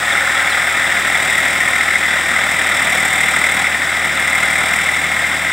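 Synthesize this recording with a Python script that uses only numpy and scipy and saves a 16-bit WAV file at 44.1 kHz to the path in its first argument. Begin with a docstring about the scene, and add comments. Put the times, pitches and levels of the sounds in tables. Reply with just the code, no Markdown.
"""A flooded field: some metres away, a three-cylinder diesel tractor drags a tiller past.
Each firing sends a thud and a rasp up the exhaust stack, knocks the block and shakes the metalwork.
Heavier mud loads the engine three times; early on, the tractor turns from front-on to side-on.
Gears whine faintly, the tiller sprays muddy water, and a bird chirps twice."""
import sys
import numpy as np
from scipy import signal
from scipy.fft import rfft, irfft
from scipy.io import wavfile

SR = 44100
rng = np.random.default_rng(int(sys.argv[2]) if len(sys.argv) > 2 else 0)


def generate_wav(sig):
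    """Save sig (samples, or channels by samples) to the path in sys.argv[1] as 16-bit PCM at SR."""
    pcm = np.round(np.clip(np.atleast_2d(sig).T, -1, 1) * 32767).astype(np.int16)
    wavfile.write(sys.argv[1], SR, pcm)


N = 243458
TIME = np.arange(N) / SR
FROM_MID_S = TIME - TIME.mean()


# governor hunting: (time [s], firing rate [Hz])
FIRING_RATE = [(0, 40.53), (.49, 40.14), (.75, 40.38), (.99, 39.42), (1.21, 39.12), (1.71, 39.99),
               (2.25, 39.3), (2.56, 39.42), (3.06, 38.59), (3.46, 38.88), (3.76, 39.92), (3.99, 39.79),
               (4.27, 39.05), (4.68, 39.06), (5.06, 39.6), (5.52, 39.64)]

def firing_count():
    """Engine phase: each whole number is one firing."""
    return np.cumsum(curves(FIRING_RATE)[0]) / SR + .18


# firing order, one row per cylinder: (knock [dB], exhaust pulse [dB])
CYLINDERS = [(3, 6.5), (4, 9.5), (-0.5, 8)]
KNOCK_DB, PULSE_DB = np.transpose(CYLINDERS)
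# (multiple of firing rate, mid level [dB], slope with thud level [dB/dB], trend [dB/s])
EXHAUST_PARTIALS = [(1, -58.5, 1, -0.5), (2, -40.5, 0.3, .5), (3, -57.5, -2, -2), (4, -44.5, 0.5, 1.5),
                    (5, -45.5, 4, 1), (6, -56, 6, -1.5), (7, -47, 2.5, -0.5), (8, -48.5, -1, 0),
                    (10, -51.5, 0, -1)]
# stack spectra: (frequency [Hz], relative level [dB])
THUD_SPECTRUM = [(56, -56), (95, -11), (108, -6), (194, -2), (394, -4), (443, -9), (480, -6), (620, -27),
                 (1060, -120)]
RASP_SPECTRUM = [(2500, -42), (3500, 2), (4250, -18), (5350, 0.5), (6200, -5.5), (6850, -1.5), (7450, 6),
                 (8300, 10), (9100, 2), (10300, -5.5), (12000, -11.5), (14000, -4.5), (16000, -16)]
# (mid level [dB], load slope [dB/dB], trend [dB/s], front-on offset [dB])
THUD_LAW = (-35.9, 0.32, -0.11, -1.5)
RASP_LAW = (-32, 1.5, 0.14, -0.5)

def exhaust(firings, smear_cycles=0.0358, waver_db=0.4):
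    """The stack: a low note, a thud of gas at each firing, and a rasp that grows with load."""
    thud_db = follow(THUD_LAW)
    push_db = thud_db - thud_db.mean()
    note = 0
    for k, db, per_thud, trend in EXHAUST_PARTIALS:
        # the silencer delays the higher partials, rounding each pulse
        cycles = k * (firings - 1 / 4) - smear_cycles * (k - 2) ** 2
        level_db = db + per_thud * push_db + trend * FROM_MID_S
        note += gain_of(level_db) * np.sqrt(2) * np.cos(2 * np.pi * cycles)
    puff = bursts(firings, PULSE_DB, delay_s=0.0017, rise_s=0.0013, decay_s=0.0024, uneven_db=5)
    thud = gain_of(thud_db) * colour(rng.standard_normal(N) * (puff + 5.3), THUD_SPECTRUM)
    jet = bursts(firings, PULSE_DB, delay_s=.0005, rise_s=.007, decay_s=.0075, uneven_db=.6)
    rasp_db = follow(RASP_LAW) + waver_db * drift(12)
    rasp = gain_of(rasp_db) * colour(rng.standard_normal(N) * jet, RASP_SPECTRUM)
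    return note + thud + rasp


# block and cover modes: (frequency [Hz], width [Hz], relative level [dB])
BLOCK_MODES = [(1770, 36, -20), (1848, 43, -3.5), (1918, 9, 1), (1973, 7.6, -2), (2027, 97, 1.5),
               (2127, 14, -1.5), (2141, 27, -1), (2310, 18, -6.5), (2257, 22, -7.5), (2317, 83, -32)]
# combustion blow: (frequency [Hz], relative level [dB])
BLOW_SPECTRUM = [(1100, -18), (1500, -19), (1750, -3.5), (2400, -7), (2750, -9), (3100, -13.5), (4200, -19)]
# (mid level [dB], load slope [dB/dB], trend [dB/s], front-on offset [dB])
BLOCK_LAW = (-18, 0.36, -0.39, 0)
# ring pitch: (mid pitch [Hz], load slope [Hz/dB], trend [Hz/s], front-on offset [Hz])
RING_LAW = (2024, 13, 21, 75)

def block(firings, reach_hz=160):
    """Combustion and piston slap ring the block; load favours its higher modes."""
    blow = bursts(firings, KNOCK_DB, delay_s=0, rise_s=.002, decay_s=.011, uneven_db=.6)
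    drive = colour(grains(per_s=12000, spread_db=.3) * (blow + .85), BLOW_SPECTRUM)
    ring_hz = follow(RING_LAW)
    centre_hz = ring_hz.mean()
    tilt_per_hz = (ring_hz - centre_hz) / reach_hz ** 2
    ring = sum(gain_of(db) * np.exp(tilt_per_hz * (hz - centre_hz)) * resonate(drive, hz, width_hz)
               for hz, width_hz, db in BLOCK_MODES)
    return gain_of(follow(BLOCK_LAW)) * evened(ring)


# hardest diesel knocks: (time [s], level [dB], ring [Hz])
HARD_KNOCKS = [(.9221, -4.2, 1970), (1.1511, -2.5, 2050), (1.3792, -2.2, 1950), (1.733, -1.5, 2080),
               (1.7615, -3, 2070), (1.8085, -1.5, 2080), (1.884, -1, 2060), (1.9107, -3.5, 2050),
               (1.9568, -4.5, 2040), (2.362, -2.8, 2090), (2.9787, -2.8, 2170), (3.2321, -3, 2080),
               (3.2839, -2, 2060), (3.3632, -2.3, 2100), (3.4405, -4, 2170), (3.643, -5, 2230),
               (4.3543, -5, 2110), (4.4307, -3.2, 2120), (4.5804, -3.8, 2210), (4.8883, -4.3, 2010),
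               (5.0903, -5, 2120), (5.1916, -3.8, 1930), (5.2421, -4, 2090)]

def knocks(rows, rise_s=0.001, decay_s=0.0049, slap_delay_s=.012, slap_db=-10.5):
    """Each knock rings the block; the piston slaps once more just after."""
    age_s = TIME[:SR // 20]
    envelope = strike(age_s, rise_s, decay_s)
    out = np.zeros(N + SR)
    for knock_s, db, hz in rows:
        knock_phase, slap_phase, late = rng.random(3)
        slap_s = knock_s + slap_delay_s * (late + .5)
        for start_s, hit_db, phase in ((knock_s, db, knock_phase), (slap_s, db + slap_db, slap_phase)):
            at = round(start_s * SR)
            ring = np.sin(2 * np.pi * (hz * age_s + phase))
            out[at:at + len(age_s)] += gain_of(hit_db) * envelope * ring
    return out[:N]


# (mid level [dB], load slope [dB/dB], trend [dB/s], front-on offset [dB])
LIGHT_KNOCK_LAW = (-18.5, 1.2, 1.3, -2)

def light_knocks(firings, lag_s=.004, jitter_s=.005, uneven_db=3.5, scatter_hz=55):
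    """Firings without a hard knock still knock a little, by cylinder, load and chance."""
    at = np.flatnonzero(np.diff(np.floor(firings))) + 1
    number = firings[at].astype(int)
    late, harsh, detune = rng.random((len(at), 3)).T
    start_s = TIME[at] + lag_s + jitter_s * late
    cylinder_db = np.take(KNOCK_DB, number, mode="wrap")
    level_db = follow(LIGHT_KNOCK_LAW)[at] + cylinder_db + uneven_db * evened(harsh - .5)
    ring_hz = follow(RING_LAW)[at] + scatter_hz * (2 * detune - 1)
    rows = np.transpose([start_s, level_db, ring_hz])
    hard = np.interp(np.transpose(HARD_KNOCKS)[0], TIME, firings).astype(int)
    return knocks(rows[~np.isin(number, hard)])


# rattle spectra: (frequency [Hz], relative level [dB])
CHASSIS_SPECTRUM = [(260, -48.5), (440, -14.5), (538, -1.5), (612, -2), (766, 3.5), (864, -2), (1150, -1.5),
                    (1500, -39), (2530, -120)]
PANEL_SPECTRUM = [(900, -17.5), (1130, -28), (1210, 2), (1300, 3.5), (1370, 3), (1440, 4), (1500, 2.5),
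                  (1570, -2), (1640, 1), (1720, 1.5), (2240, -4.5), (3800, -73.5)]
VALVE_SPECTRUM = [(1500, -14), (2550, -6), (2980, -11), (3370, -4), (3630, -2.5), (3860, -7), (4300, -22.5),
                  (5590, -20.5), (9460, -120)]
# (mid level [dB], load slope [dB/dB], trend [dB/s], front-on offset [dB])
CHASSIS_LAW = (-28, 0.47, -0.05, 1)
PANEL_LAW = (-23, 0.3, -0.37, 3)
VALVE_LAW = (-26, 0.37, -0.23, 1)
# thin steel parts: (frequency [Hz], width [Hz], side-on level [dB])
STEEL_MODES = [(1449, 30, -47), (1582, 26, -31.5), (2817, 13, -47.5), (3157, 43, -45), (3436, 24, -41),
               (5345, 46, -46)]

def clatter(firings, steel_front_db=2):
    """Chassis, panels and valve gear chatter and thin steel sings, harder after each firing."""
    shake = bursts(firings, [0], delay_s=0.0015, rise_s=0.0076, decay_s=0.0072, uneven_db=3.5)

    def rattle(spectrum, per_s, spread_db, floor):
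        return colour(grains(per_s, spread_db) * (shake + floor), spectrum)

    chassis = gain_of(follow(CHASSIS_LAW)) * rattle(CHASSIS_SPECTRUM, per_s=7000, spread_db=2, floor=3.3)
    panels = gain_of(follow(PANEL_LAW)) * rattle(PANEL_SPECTRUM, per_s=8000, spread_db=2.5, floor=2)
    valves = gain_of(follow(VALVE_LAW)) * rattle(VALVE_SPECTRUM, per_s=9000, spread_db=0.6, floor=5)
    taps = rattle([(1200, 0), (8000, 0)], per_s=4000, spread_db=4, floor=1)
    steel = sum(gain_of(db) * evened(resonate(taps, hz, width_hz)) for hz, width_hz, db in STEEL_MODES)
    return chassis + panels + valves + steel * gain_of(steel_front_db * front_view())


# gear meshes: (teeth per crank turn before rounding, mid level [dB], trend [dB/s])
GEAR_MESHES = [(20.5, -50, -2.8), (21, -45.5, -1.3), (25, -44, .6), (30, -40, 0.1), (39.7, -42, -1)]

def gears(firings, waver_db=3, slack_cycles=0.071):
    """Meshing teeth whine, wavering in level and phase."""
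    crank_turns = firings * 2 / 3  # four-stroke: three firings in two turns
    whine = 0
    for teeth, db, trend in GEAR_MESHES:
        order = round(2 * teeth) / 2
        waver = gain_of(waver_db * drift(3))
        tone = np.sin(2 * np.pi * (order * crank_turns + slack_cycles * drift(6)))
        whine += gain_of(db + trend * FROM_MID_S) * evened(waver * tone)
    return whine


# water spray: (frequency [Hz], relative level [dB])
SPRAY_SPECTRUM = [(3600, -17.5), (4250, -14), (4750, -4.5), (5400, -2.5), (5950, -8.5), (6750, -8),
                  (7400, 1), (8250, 2), (9100, -5), (10300, -12.5), (12000, -17), (14000, -15),
                  (16000, -10.5)]

def tiller():
    """Blades fling a fine spray of muddy water; the hiss slowly fades."""
    level_db = -28 + 0.13 * drift(3.1) - 0.47 * TIME
    return gain_of(level_db) * colour(grains(per_s=20000, spread_db=2), SPRAY_SPECTRUM)


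# bird: (time [s], length [s], start pitch [Hz], end pitch [Hz], level [dB])
BIRD_CHIRPS = [(.109, .028, 3950, 3150, -22.5), (.478, .069, 4500, 2950, -26.5)]

def chirp(start_s, length_s, start_hz, end_hz, db, flutter_db=1.5):
    """A thin whistle that falls ever faster, peaks late and flutters on its way across the field."""
    progress = np.clip((TIME - start_s) / length_s, 0, 1)
    hz = start_hz + (end_hz - start_hz) * progress ** 2
    swell = np.sqrt(2) * np.sin(np.pi * progress ** 2) * gain_of(db + flutter_db * drift(120))
    return swell * np.sin(2 * np.pi * np.cumsum(hz) / SR)


# open air: (frequency [Hz], relative level [dB])
AIR_SPECTRUM = [(15, -22), (30, -14), (55, -4), (90, 0), (200, 0), (600, -22)]

def field_air():
    """Low rush of the open field."""
    return gain_of(-60) * colour(rng.standard_normal(N), AIR_SPECTRUM)


# the tiller bites into heavier mud: (time [s], engine load re usual [dB])
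ENGINE_LOAD = [(0, -4), (.8, -1.0), (1.0, -1), (1.25, 2.5), (1.65, 0.4), (2.0, -2), (2.7, 1.7), (2.95, 3.5),
               (3.58, 2), (3.85, -4), (4.08, -1.5), (4.35, 1.5), (4.8, 1.4), (5.1, -1.5), (5.52, -2.5)]

def follow(law):
    """A level or pitch that tracks the load and shifts as the tractor passes and turns."""
    mid, per_load, per_s, front_offset = law
    load_db = curves(ENGINE_LOAD)[0]
    return mid + per_load * load_db + per_s * FROM_MID_S + front_offset * front_view()


def front_view(turn_s=.8, ease_s=0.14):
    """1 with the tractor front-on, 0 side-on."""
    return (1 - np.tanh((TIME - turn_s) / (2 * ease_s))) / 2


def strike(age_s, rise_s, decay_s):
    """Impact envelope: smooth rise, exponential decay."""
    return (1 - np.exp(-(age_s / rise_s) ** 2)) * np.exp(-age_s / decay_s)


def bursts(firings, cylinder_db, delay_s, rise_s, decay_s, uneven_db):
    """Envelope with one uneven pulse per firing; rms 1."""
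    at = np.flatnonzero(np.diff(np.floor(firings)))
    level_db = np.take(cylinder_db, firings[at + 1].astype(int), mode="wrap")
    kicks = np.zeros(N)
    kicks[at] = gain_of(level_db + uneven_db * np.clip(rng.standard_normal(len(at)), -2, 2))
    age_s = np.maximum(TIME[:SR // 10] - delay_s, 0)
    return evened(signal.oaconvolve(kicks, strike(age_s, rise_s, decay_s))[:N])


def grains(per_s, spread_db):
    """Random train of tiny, uneven impacts; rms 1."""
    size = gain_of(spread_db * np.minimum(rng.exponential(1, N), 4))
    return evened(rng.standard_normal(N) * size * (rng.random(N) < per_s / SR))


def colour(x, spectrum, size=4096):
    """Minimum-phase filter with the given spectrum, rolled off below its first point; output rms 1."""
    hz = np.fft.rfftfreq(size, 1 / SR)
    point_hz, point_db = np.transpose(spectrum)
    db = np.interp(np.log(hz + 1), np.log(point_hz + 1), point_db)
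    gain = gain_of(db) * np.minimum(hz / point_hz[0], 1) ** 2
    cepstrum = irfft(np.log(np.maximum(gain, 1e-5)))
    cepstrum[1:size // 2] *= 2
    cepstrum[size // 2 + 1:] = 0
    impulse = irfft(np.exp(rfft(cepstrum)))
    return evened(signal.oaconvolve(x, impulse)[:N])


def resonate(x, hz, width_hz):
    """One mode, peak gain 1."""
    return signal.lfilter(*signal.iirpeak(hz, hz / width_hz, SR), x)


def drift(rate_hz):
    """Low-passed random wander; rms 1."""
    hz = np.fft.rfftfreq(N, 1 / SR)
    return evened(irfft(rfft(rng.standard_normal(N)) * np.exp(-(hz / rate_hz) ** 2), N))


def curves(rows):
    """Table columns, linearly interpolated in time."""
    time_s, *columns = np.transpose(rows)
    return [np.interp(TIME, time_s, column) for column in columns]


def gain_of(db):
    """Decibels to amplitude."""
    return 10 ** (np.asarray(db) / 20)


def evened(x):
    """Scales to rms 1."""
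    return x / np.sqrt(np.mean(x ** 2) + 1e-20)


# port mismatch: (frequency [Hz], left minus right [dB], left phase lead [rad])
PORT_MISMATCH = [(1100, 0, 0), (1600, 1.4, .2), (1880, 3.8, 0), (2150, 1.8, -.23), (2550, .2, -.13),
                 (2750, 0, 0), (8600, 0, 0), (9400, -1.1, -.2), (9820, -3.8, -.03), (10100, -2, .15),
                 (10400, 0, 0)]

def microphones(x):
    """Two close ports hear the same sound, except near their slightly unequal resonances."""
    hz, balance_db, lead_rad = np.transpose(PORT_MISMATCH)
    log_ratio = np.log(gain_of(balance_db)) + 1j * lead_rad
    half = np.interp(np.fft.rfftfreq(N, 1 / SR), hz, log_ratio) / 2
    return irfft(rfft(x) * np.exp([half, -half]), N)


def scene():
    """Engine, clatter and gears share one crankshaft; spray, air and bird join them, in stereo."""
    firings = firing_count()
    engine = exhaust(firings) + block(firings) + light_knocks(firings) + knocks(HARD_KNOCKS)
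    machinery = clatter(firings) + gears(firings) + tiller()
    background = field_air() + sum(chirp(*row) for row in BIRD_CHIRPS)
    return microphones(engine + machinery + background)


def record(dry, low_cut_hz=32, high_cut_hz=15800):
    """Soft clip at full scale, low cut, band limit."""
    clipped = dry / (1 + dry ** 8) ** (1 / 8)
    highpass = signal.butter(4, low_cut_hz, "highpass", fs=SR, output="sos")
    lowpass = signal.firwin(511, high_cut_hz, window=("kaiser", 9), fs=SR)
    return signal.oaconvolve(signal.sosfilt(highpass, clipped), lowpass[None], "same")


dry = scene()
out = record(dry)
generate_wav(out)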